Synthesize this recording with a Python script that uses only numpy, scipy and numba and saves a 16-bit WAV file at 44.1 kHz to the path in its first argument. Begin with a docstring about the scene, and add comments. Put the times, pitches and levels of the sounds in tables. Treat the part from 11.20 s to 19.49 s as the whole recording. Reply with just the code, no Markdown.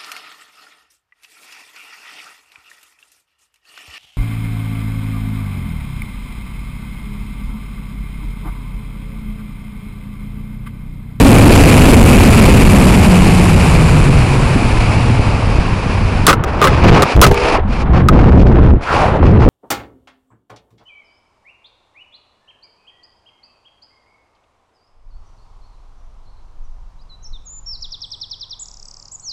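"""On the side of a model rocket in flight, at the microphone of a small strapped-on camera.
The rocket coasts up and slows, so the wind sinks and darkens; then charges crack and it tumbles on its cord.
Eddies buffet the microphone port into overload, and the slipstream hisses and whooshes in the housing.
Blows ring the body tube, the air inside knocks hollowly, and air across its open end hums and swoops."""
import sys
import numpy as np
from scipy import signal
from scipy.io import wavfile
from scipy.ndimage import uniform_filter1d
from numba import njit

SR = 44100
rng = np.random.default_rng(int(sys.argv[2]) if len(sys.argv) > 2 else 0)


def unload_wav(signal):
    """Save mono or channel-first audio to the path in sys.argv[1] as 16-bit WAV at rate SR, clipped to [-1, 1]."""
    wavfile.write(
        sys.argv[1],
        SR,
        np.round(np.clip(np.atleast_2d(signal).T, -1, 1) * 32767).astype(np.int16),
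    )


N = 365588

# The coasting wind, one row apiece for buffet, rush, hiss, sizzle and highest hiss.
# Each row: opening level in dB, dB lost per halving of the speed, dB lost per halving squared.
COAST_LEVELS = [(2, 13, -1.4), (-12, 7.5, -0.3), (-14.5, 9.5, 0.5), (-22, 6.5, 7.5), (-28, 4, 22)]
# Eddies peel off the housing more slowly as the rocket slows. Each row: time in seconds, rate in Hz.
SHEDDING_RATE = [(0, 265), (.35, 268), (.65, 256), (1, 228), (1.5, 204), (2, 179), (2.45, 163), (3, 136),
                 (3.5, 124.4), (4, 109.5), (4.5, 98.5), (5.05, 97)]
# The colours of the slipstream: a low rush, a hiss in the housing, a sizzle at the port.
# Each row: centre in Hz, width of one filter pass in Hz, level in dB.
RUSH_MODES = [(250, 320, 5.5), (469, 670, 6.5), (897, 820, 7), (1250, 350, -32)]
HISS_MODES = [(2425, 800, 15), (2750, 530, -1), (1730, 950, 5.5), (4400, 2540, 2.5), (4910, 240, -3.5)]
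SIZZLE_MODES = [(7500, 2840, 3.8), (9490, 1700, 5.7), (10760, 850, 0.5)]
# Charges and blows. Each row: start in seconds, level in dB, rattle hold in seconds, 60 dB fade in
# seconds, treble in dB, thump in dB, tube pitch in Hz, strike in dB. Treble, thump and strike add to level.
BLOWS = [(5.067, 1.5, 0.017, 0.067, 35, -17, 1120, 33), (5.079, 12, 0.021, 0.068, 3, -10.5, 1275, 23.5),
         (5.096, -5.5, 0.014, 0.075, 3, -2.5, 1210, 20), (5.129, -4.5, 0.0091, 0.039, -5, -3, 1320, 37),
         (5.238, -10, 0.0078, 0.018, 4, -1.5, 1230, 29), (5.416, 0, 0.011, 0.1, 7, -6, 1230, 29),
         (5.425, -4.5, 0.0064, 0.05, -3, -10, 1200, 31), (5.441, 6.5, 0.01, 0.089, 1, -12, 1146, 32),
         (5.472, 1.5, 0.0075, 0.029, -14, -16, 1304, 31), (5.642, -16, 0.0044, 0.0255, 1, 4, 1200, 25),
         (5.681, -13, 0.0031, 0.03, 0, -10, 2500, 34), (5.822, 2.5, 0.011, 0.037, 16, -2.5, 1220, 22),
         (5.963, -19, 0.0082, 0.031, -5, 12, 1200, 19), (6.002, -22, 0.0039, 0.051, -10, 12, 1210, 23),
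         (6.015, 20, 0.011, 0.041, 25.5, -12.5, 1090, 25), (6.03, 14, 0.018, 0.034, -1, -3.5, 1295, 22),
         (6.065, -8.5, 0.0033, 0.073, -1.5, 14.5, 1200, 24), (6.072, -17, .003, 0.014, -3, -14, 1190, 21),
         (6.11, -27.5, 0.0063, 0.053, -20, 25.5, 1200, 24), (6.144, -13.5, 0.0017, 0.022, 18, -8, 1190, 28),
         (6.886, 3.5, 0.006, 0.032, 8, -24, 1272, 31)]
# The ring of the body tube. Each row: multiple of the tube pitch, width as a share of centre, level in dB.
TUBE_MODES = [(0.999, 0.055, 4.5), (1.09, 0.1, -4.5), (1.55, 0.036, -9.5), (2.0, .06, -18),
              (2.75, .14, -38.5)]
# The low flex of the whole airframe. Each row: centre in Hz, width in Hz, level in dB.
AIRFRAME_MODES = [(150, 52, -2), (290, 150, -8), (388, 47, -1), (492, 83, -4)]
# Knocks of the air column. Each row: start in seconds, pitch in Hz, level in dB, 60 dB fade in seconds.
HOLLOW_KNOCKS = [(5.095, 340, -7.5, .1), (5.417, 480, -4, 0.13), (5.46, 520, -5, .05),
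                 (5.641, 660, -3, .06), (5.655, 560, -4, .05), (5.728, 420, -4, .05), (5.746, 330, -8, .06),
                 (5.76, 560, -9, .05), (5.785, 400, -4, .06), (5.806, 720, -4, 0.055),
                 (6.383, 424, -4, 0.055), (6.447, 200, -10.5, .2), (6.49, 240, -12, 0.16)]
# Buffet on the port in the tumble. Each row: time in seconds, level in dB, low-pass corner in Hz.
TUMBLE_BUFFET = [(5.15, -14, 88), (5.41, -18.5, 89.8), (5.5, -6.5, 92), (5.606, -10, 109.3),
                 (5.64, -2.5, 111), (5.667, 17, 89.5), (5.684, -9, 110), (5.71, 11, 140), (5.74, -4, 190.5),
                 (5.81, -13, 200), (5.93, -44, 91), (5.965, 11, 65.7), (6.012, 17, 70), (6.03, -20, 70),
                 (6.06, -0.5, 71), (6.08, 5, 75), (6.095, -18, 74.5), (6.11, 7, 69.2), (6.128, -7, 69.8),
                 (6.14, -23, 60), (6.371, -15, 35), (6.42, -8, 25), (6.459, -10.5, 32), (6.64, -10.5, 81.6),
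                 (6.749, -3, 90), (6.88, -6, 108.5), (6.945, 6.5, 114.5), (7.015, -2, 111),
                 (7.2, 5.5, 107.3), (7.275, 0.5, 110), (7.309, 0, 108.5), (7.52, -0.5, 104.5),
                 (7.572, 0.5, 69.7), (7.595, -24, 60), (7.65, -33, 79.2), (7.751, -18, 103),
                 (7.989, -12.5, 115), (8.029, 3.5, 116), (8.215, -3, 118), (8.27, 7, 116.4)]
# Swings through the slipstream. Each row: peak time, rise and fall in seconds, rush in dB, hiss in dB.
SWINGS = [(5.2, 0.089, 0.11, -27, -56), (5.29, 0.039, 0.2, -23, -33.5), (5.531, 0.19, 0.37, -19, -26.5),
          (5.69, 0.069, 0.13, -6.5, -16.5), (5.78, 0.1, 0.11, -20, -34), (5.92, 0.16, 0.086, -21, -24),
          (6.2, 0.13, 0.12, -21, -23), (6.339, 0.14, 0.045, -15.5, -20.5), (6.375, 0.046, 0.044, -17, -44),
          (6.53, 0.066, 0.067, -34, -35), (6.62, 0.091, 0.021, -27, -30.5), (6.68, 0.066, .06, -29.5, -60),
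          (6.77, 0.05, 0.055, -17.5, -32), (6.84, 0.045, 0.021, -31, -61), (6.945, 0.05, 0.12, -20, -37),
          (7.01, 0.045, 0.043, -19.5, -33), (7.08, 0.06, 0.029, -17.5, -32),
          (7.118, 0.015, 0.027, -16, -31), (7.153, 0.01, 0.02, -20, -36), (7.198, 0.027, 0.045, -23, -25.5),
          (7.228, 0.0086, 0.012, -20, -40), (7.274, 0.017, 0.035, -19.5, -31.5),
          (7.32, 0.01, 0.021, -19, -38), (7.35, 0.01, 0.02, -25, -47), (7.39, 0.038, 0.042, -19, -43),
          (7.47, 0.059, 0.053, -19, -37.5), (7.64, 0.034, 0.091, -33, -30.5),
          (7.74, 0.039, 0.21, -15, -21.5), (7.92, 0.07, 0.23, -23, -55), (8.067, 0.038, 0.072, -27, -31),
          (8.16, 0.039, 0.023, -16, -38), (8.215, 0.029, 0.074, -16.5, -28)]
# The fader ride of the tube's hum. Each row: time in seconds, level in dB.
HUM_LEVEL = [(6.09, -55), (6.115, -3), (6.14, -22), (6.2, -20), (6.26, -22), (6.32, -20), (6.35, -30),
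             (6.37, -60)]
# The notes in that hum. Each row: pitch in Hz, waver in Hz, level in dB.
HUM_NOTES = [(405, 11.85, -0.5), (482, 12.04, -0.5), (905, 38.7, -7)]
# The sinking swoop of the open tube. Each row: time in seconds, centre in Hz, level in dB.
SWOOP_PATH = [(7.63, 1140, -36), (7.7, 1100, -14), (7.75, 910, -19), (7.84, 740, -9.5), (7.91, 666, -18),
              (7.97, 590, -11.5), (8.02, 520, -44)]

TUMBLE_S, CROSSFADE_S = 5.1, 0.04  # the first charge ends the straight flight
SLAPS_PER_S, SLAP_SPREAD_DB = 45, 3.5
COAST_CORNER_HZ, CORNER_POWER = 129.3, 0.42  # the buffet darkens as the speed drops
TUMBLE_SHED_HZ, SHED_WIDTHS = 75, (0.34, 0.21)  # widths as shares of the rate: fast flight, slow flight
FLUTTER_DB_PER_HALVING, FLUTTER_PER_S = 1.44, 18
GUSTS_PER_S, CRACKLE_DB, CRACKLE_PER_S = 70, 2.5, 240
SWELL_DB, SWELL_PER_S = 1.4, 6.5
WHOOSH_POWERS, LULL_DB = (0.74, 0.97), (-30, -62)  # steepness and floor, both as (rush, hiss)
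WAVER_DB, WAVERS_PER_S = 2, 60
OVERLOAD, CLIP_HARDNESS, TOP_HZ = 0.72, 15.0, 16300
TIME = np.arange(N) / SR


def undb(db):
    """Decibels to gain."""
    return 10 ** (np.asarray(db) / 20)


def unit(x):
    """Scale to rms 1."""
    return x / np.sqrt(np.mean(x ** 2))


def curves(table):
    """Draw each column after the time as a curve, one value per sample."""
    times, *columns = np.transpose(table)
    return [np.interp(TIME, times, column) for column in columns]


def noise():
    """White noise."""
    return rng.standard_normal(N)


def wobble(per_s):
    """A smooth random wobble, spread near 1, with per_s new values a second."""
    hold = int(SR / per_s)
    steps = np.repeat(rng.standard_normal(N // hold + 1), hold)
    return 0.8 * uniform_filter1d(uniform_filter1d(steps, hold), hold)[:N]


def cut(x, order, hz, kind="low"):
    """Butterworth low-pass or high-pass."""
    return signal.sosfilt(signal.butter(order, hz, kind, fs=SR, output="sos"), x)


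@njit
def sweep(x, hz, width):
    """State-variable filter with a moving centre; returns low-pass and band-pass."""
    low, band = np.empty(len(x)), np.empty(len(x))
    band_state, low_state = 0., 0.
    for i in range(len(x)):
        g = np.tan(np.pi * hz[i] / SR)
        v = (band_state + g * (x[i] - low_state)) / (1 + g * (g + width))
        low[i], band[i] = low_state + g * v, width * v
        band_state, low_state = 2 * v - band_state, low_state + 2 * g * v
    return low, band


def steep_band(x, hz, width):
    """Two passes of a moving band-pass; width is a share of the centre."""
    return sweep(sweep(x, hz, width)[1], hz, width)[1]


def ring(x, modes, passes=1):
    """A bank of fixed resonances; more passes make each one steeper."""
    out = 0
    for hz, width_hz, db in modes:
        band = x
        for _ in range(passes):
            band = signal.lfilter(*signal.iirpeak(hz, hz / width_hz, fs=SR), band)
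        out = out + undb(db) * band
    return out


def by_phase(coast, tumble):
    """Crossfade a setting from its coasting value to its tumbling value."""
    return coast + np.clip((TIME - TUMBLE_S) / CROSSFADE_S, 0, 1) * (tumble - coast)


def eddy_slaps():
    """Lone eddies slap the port: sparse pushes of either sign and uneven size."""
    hits = rng.random(N) < SLAPS_PER_S / SR
    return unit(hits * np.sign(noise()) * undb(SLAP_SPREAD_DB * rng.exponential(size=N)))


def shedding_drone(coast_hz, halvings):
    """Eddies shed by the housing drone; as the coast slows, the note narrows and gains an octave."""
    hz = by_phase(coast_hz, TUMBLE_SHED_HZ)
    slowed = by_phase(np.clip(halvings / halvings[-1], 0, 1), 0)
    fast, slow = (unit(steep_band(noise(), hz, width) / np.sqrt(hz)) for width in SHED_WIDTHS)
    octave = unit(steep_band(eddy_slaps(), 2 * hz, width=0.4) / np.sqrt(hz))
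    return np.sqrt(1 - slowed) * fast + np.sqrt(slowed) * slow + slowed * undb(-7.5) * octave


def port_buffet(shed_hz, halvings, tumble_corner_hz):
    """Big eddies rumble on the port over the drone, breaking into slaps and flutter as the speed drops."""
    slap_share = np.clip(by_phase(0.52 * halvings, 0.39), 0, 1)
    eddies = np.sqrt(1 - slap_share) * noise() + np.sqrt(slap_share) * eddy_slaps()
    corner_hz = by_phase(COAST_CORNER_HZ * (shed_hz / shed_hz[0]) ** CORNER_POWER, tumble_corner_hz)
    rumble = sweep(eddies, corner_hz, 1.7)[0]
    rumble = sweep(rumble, 4.5 * corner_hz, 0.73)[0]
    rumble = unit(cut(rumble / np.sqrt(corner_hz), 1, 32, "high"))
    flutter_db = by_phase(FLUTTER_DB_PER_HALVING * halvings, 0) * wobble(FLUTTER_PER_S)
    drone_db = by_phase(-4, -13) + flutter_db / 2
    return undb(flutter_db) * rumble + undb(drone_db) * shedding_drone(shed_hz, halvings)


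def blown(modes, passes, top_hz):
    """Resonances, each blown by its own turbulence, rolled off above top_hz."""
    return unit(cut(sum(ring(noise(), [mode], passes) for mode in modes), 4, top_hz))


def slipstream(levels_db, tumble_buffet_db):
    """Small eddies rush, hiss and sizzle in housing and port; each gust lifts all the bands together."""
    rush_db, hiss_db, sizzle_db, highest_db = levels_db
    gust_depth_db = by_phase(1.03, np.maximum(4 + 0.24 * tumble_buffet_db, 0))
    gust_db = gust_depth_db * wobble(GUSTS_PER_S) + by_phase(0, CRACKLE_DB) * wobble(CRACKLE_PER_S)
    rush = blown(RUSH_MODES, passes=2, top_hz=3650) * undb(rush_db)
    hiss = blown(HISS_MODES, passes=2, top_hz=7960) * undb(hiss_db + SWELL_DB * wobble(SWELL_PER_S))
    sizzle = blown(SIZZLE_MODES, passes=3, top_hz=11500) * undb(sizzle_db)
    highest = unit(ring(noise(), [(11670, 3500, 0)], passes=3)) * undb(highest_db)
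    return (rush + hiss + sizzle + highest) * undb(gust_db)


def wind():
    """Buffet and slipstream fade with the speed, the highest hiss first, then surge in the tumble."""
    shed_hz, = curves(SHEDDING_RATE)
    halvings = np.log2(shed_hz[0] / shed_hz)  # of the speed, which the shedding rate follows
    tumble_db, tumble_corner_hz = curves(TUMBLE_BUFFET)
    coast_db = np.array([db - loss * halvings - bend * halvings ** 2 for db, loss, bend in COAST_LEVELS])
    buffet_db, *slipstream_db = by_phase(coast_db, np.array([tumble_db, *whoosh_levels(tumble_db)]))
    buffet = port_buffet(shed_hz, halvings, tumble_corner_hz) * undb(buffet_db)
    return buffet + slipstream(slipstream_db, tumble_db)


def cracks():
    """Each charge or blow is a sharp spit, then a fading rattle that rings the tube and the airframe."""
    strike, shake, spit, thump = np.zeros((4, N))
    tube_hz = np.full(N, float(BLOWS[0][6]))
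    for start, db, hold, t60, treble_db, thump_db, hz, strike_db in BLOWS:
        i = int(start * SR)
        span = slice(i, i + SR // 4)
        age = np.abs(TIME[span] - start)
        fade = undb(db - 60 * np.maximum(age - hold, 0) / t60)
        strike[i + 30] += undb(db + strike_db)
        tube_hz[i:] = hz  # where the blow lands sets the pitch
        shake[span] += fade * (1 - np.exp(-age / 0.0021))
        thump[span] += undb(thump_db) * fade
        spit[span] += undb(treble_db) * (undb(-29) * fade + undb(db) * np.exp(-age / 0.0012))
    rattle = undb(0.83 * wobble(210))
    bright = ring(noise(), [(4480, 6600, 24), (7500, 1700, -9.5), (12400, 5000, -14)])
    snap = spit * rattle * unit(cut(bright, 4, 14500))
    push = strike + shake * rattle * noise()
    tube = sum(undb(db) * sweep(push, multiple * tube_hz, width)[1] for multiple, width, db in TUBE_MODES)
    airframe = ring(thump * noise(), AIRFRAME_MODES)
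    return undb(4.5) * tube + undb(13) * airframe + undb(-23) * snap


def hollow_knocks():
    """The air column of the airframe, rung once per knock: it swells over a cycle and rings out."""
    out, age = np.zeros(N), np.arange(SR // 4) / SR
    for start, hz, db, t60 in HOLLOW_KNOCKS:
        i = int(start * SR)
        envelope = undb(db - 60 * age / t60) * np.minimum(age * hz, 1)
        out[i:i + len(age)] += envelope * np.sin(2 * np.pi * hz * age)
    return out


def whoosh_levels(buffet_db):
    """The four slipstream levels in dB, swelling and dying as the housing swings through the flow."""
    gains = np.outer(undb(LULL_DB), np.ones(N))
    for peak, rise, fall, *peak_db in SWINGS:
        swell = np.clip(np.minimum(1 + (TIME - peak) / rise, 1 - (TIME - peak) / fall), 0, 1)
        gains += [undb(db) * swell ** power for db, power in zip(peak_db, WHOOSH_POWERS)]
    rush_db, hiss_db = 20 * np.log10(gains)
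    dulling_db = 0.83 * np.maximum(buffet_db + 8.5, 0)  # cross-flow on the port dulls the sizzle
    sizzle_db = hiss_db - 21.5 - dulling_db
    highest_db = -39 + 2.15 * (sizzle_db + 30)
    return rush_db, hiss_db, sizzle_db, highest_db


def tube_hum():
    """Air hums across the open tube: rough notes that waver in pitch and level."""
    level_db, = curves(HUM_LEVEL)
    notes = np.zeros(N)
    for hz, waver_hz, db in HUM_NOTES:
        phase = 2 * np.pi * np.cumsum(hz + waver_hz * wobble(WAVERS_PER_S)) / SR
        notes += np.sqrt(2) * undb(db + WAVER_DB * wobble(WAVERS_PER_S)) * np.sin(phase)
    gate = (TIME > HUM_LEVEL[0][0]) & (TIME < HUM_LEVEL[-1][0])
    return gate * undb(level_db) * notes


def tube_swoop():
    """One wide, breathy resonance sinks as the open tube swings across the flow."""
    hz, db = curves(SWOOP_PATH)
    gate = (TIME > SWOOP_PATH[0][0]) & (TIME < SWOOP_PATH[-1][0])
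    return gate * undb(db) * unit(steep_band(noise(), hz, width=0.74))


def scene():
    """Wind, cracks, knocks, hum and swoop meet at the one microphone."""
    return (wind() + cracks() + hollow_knocks() + tube_hum() + tube_swoop())[None]


def record(dry):
    """Loud peaks clip nearly flat; a faint fizz is added while they overload, and the top end is cut."""
    clipped = dry / (1 + np.abs(dry / OVERLOAD) ** CLIP_HARDNESS) ** (1 / CLIP_HARDNESS)
    treble = cut(dry - clipped, 2, 700, "high")
    fizz = 0.046 * np.tanh(undb(-8.5) * treble / 0.054)
    centred = cut(clipped + fizz, 1, 2.0, "high")
    return signal.sosfilt(signal.ellip(8, 0.2, 80, TOP_HZ, fs=SR, output="sos"), centred)


dry = scene()
out = record(dry)
unload_wav(out)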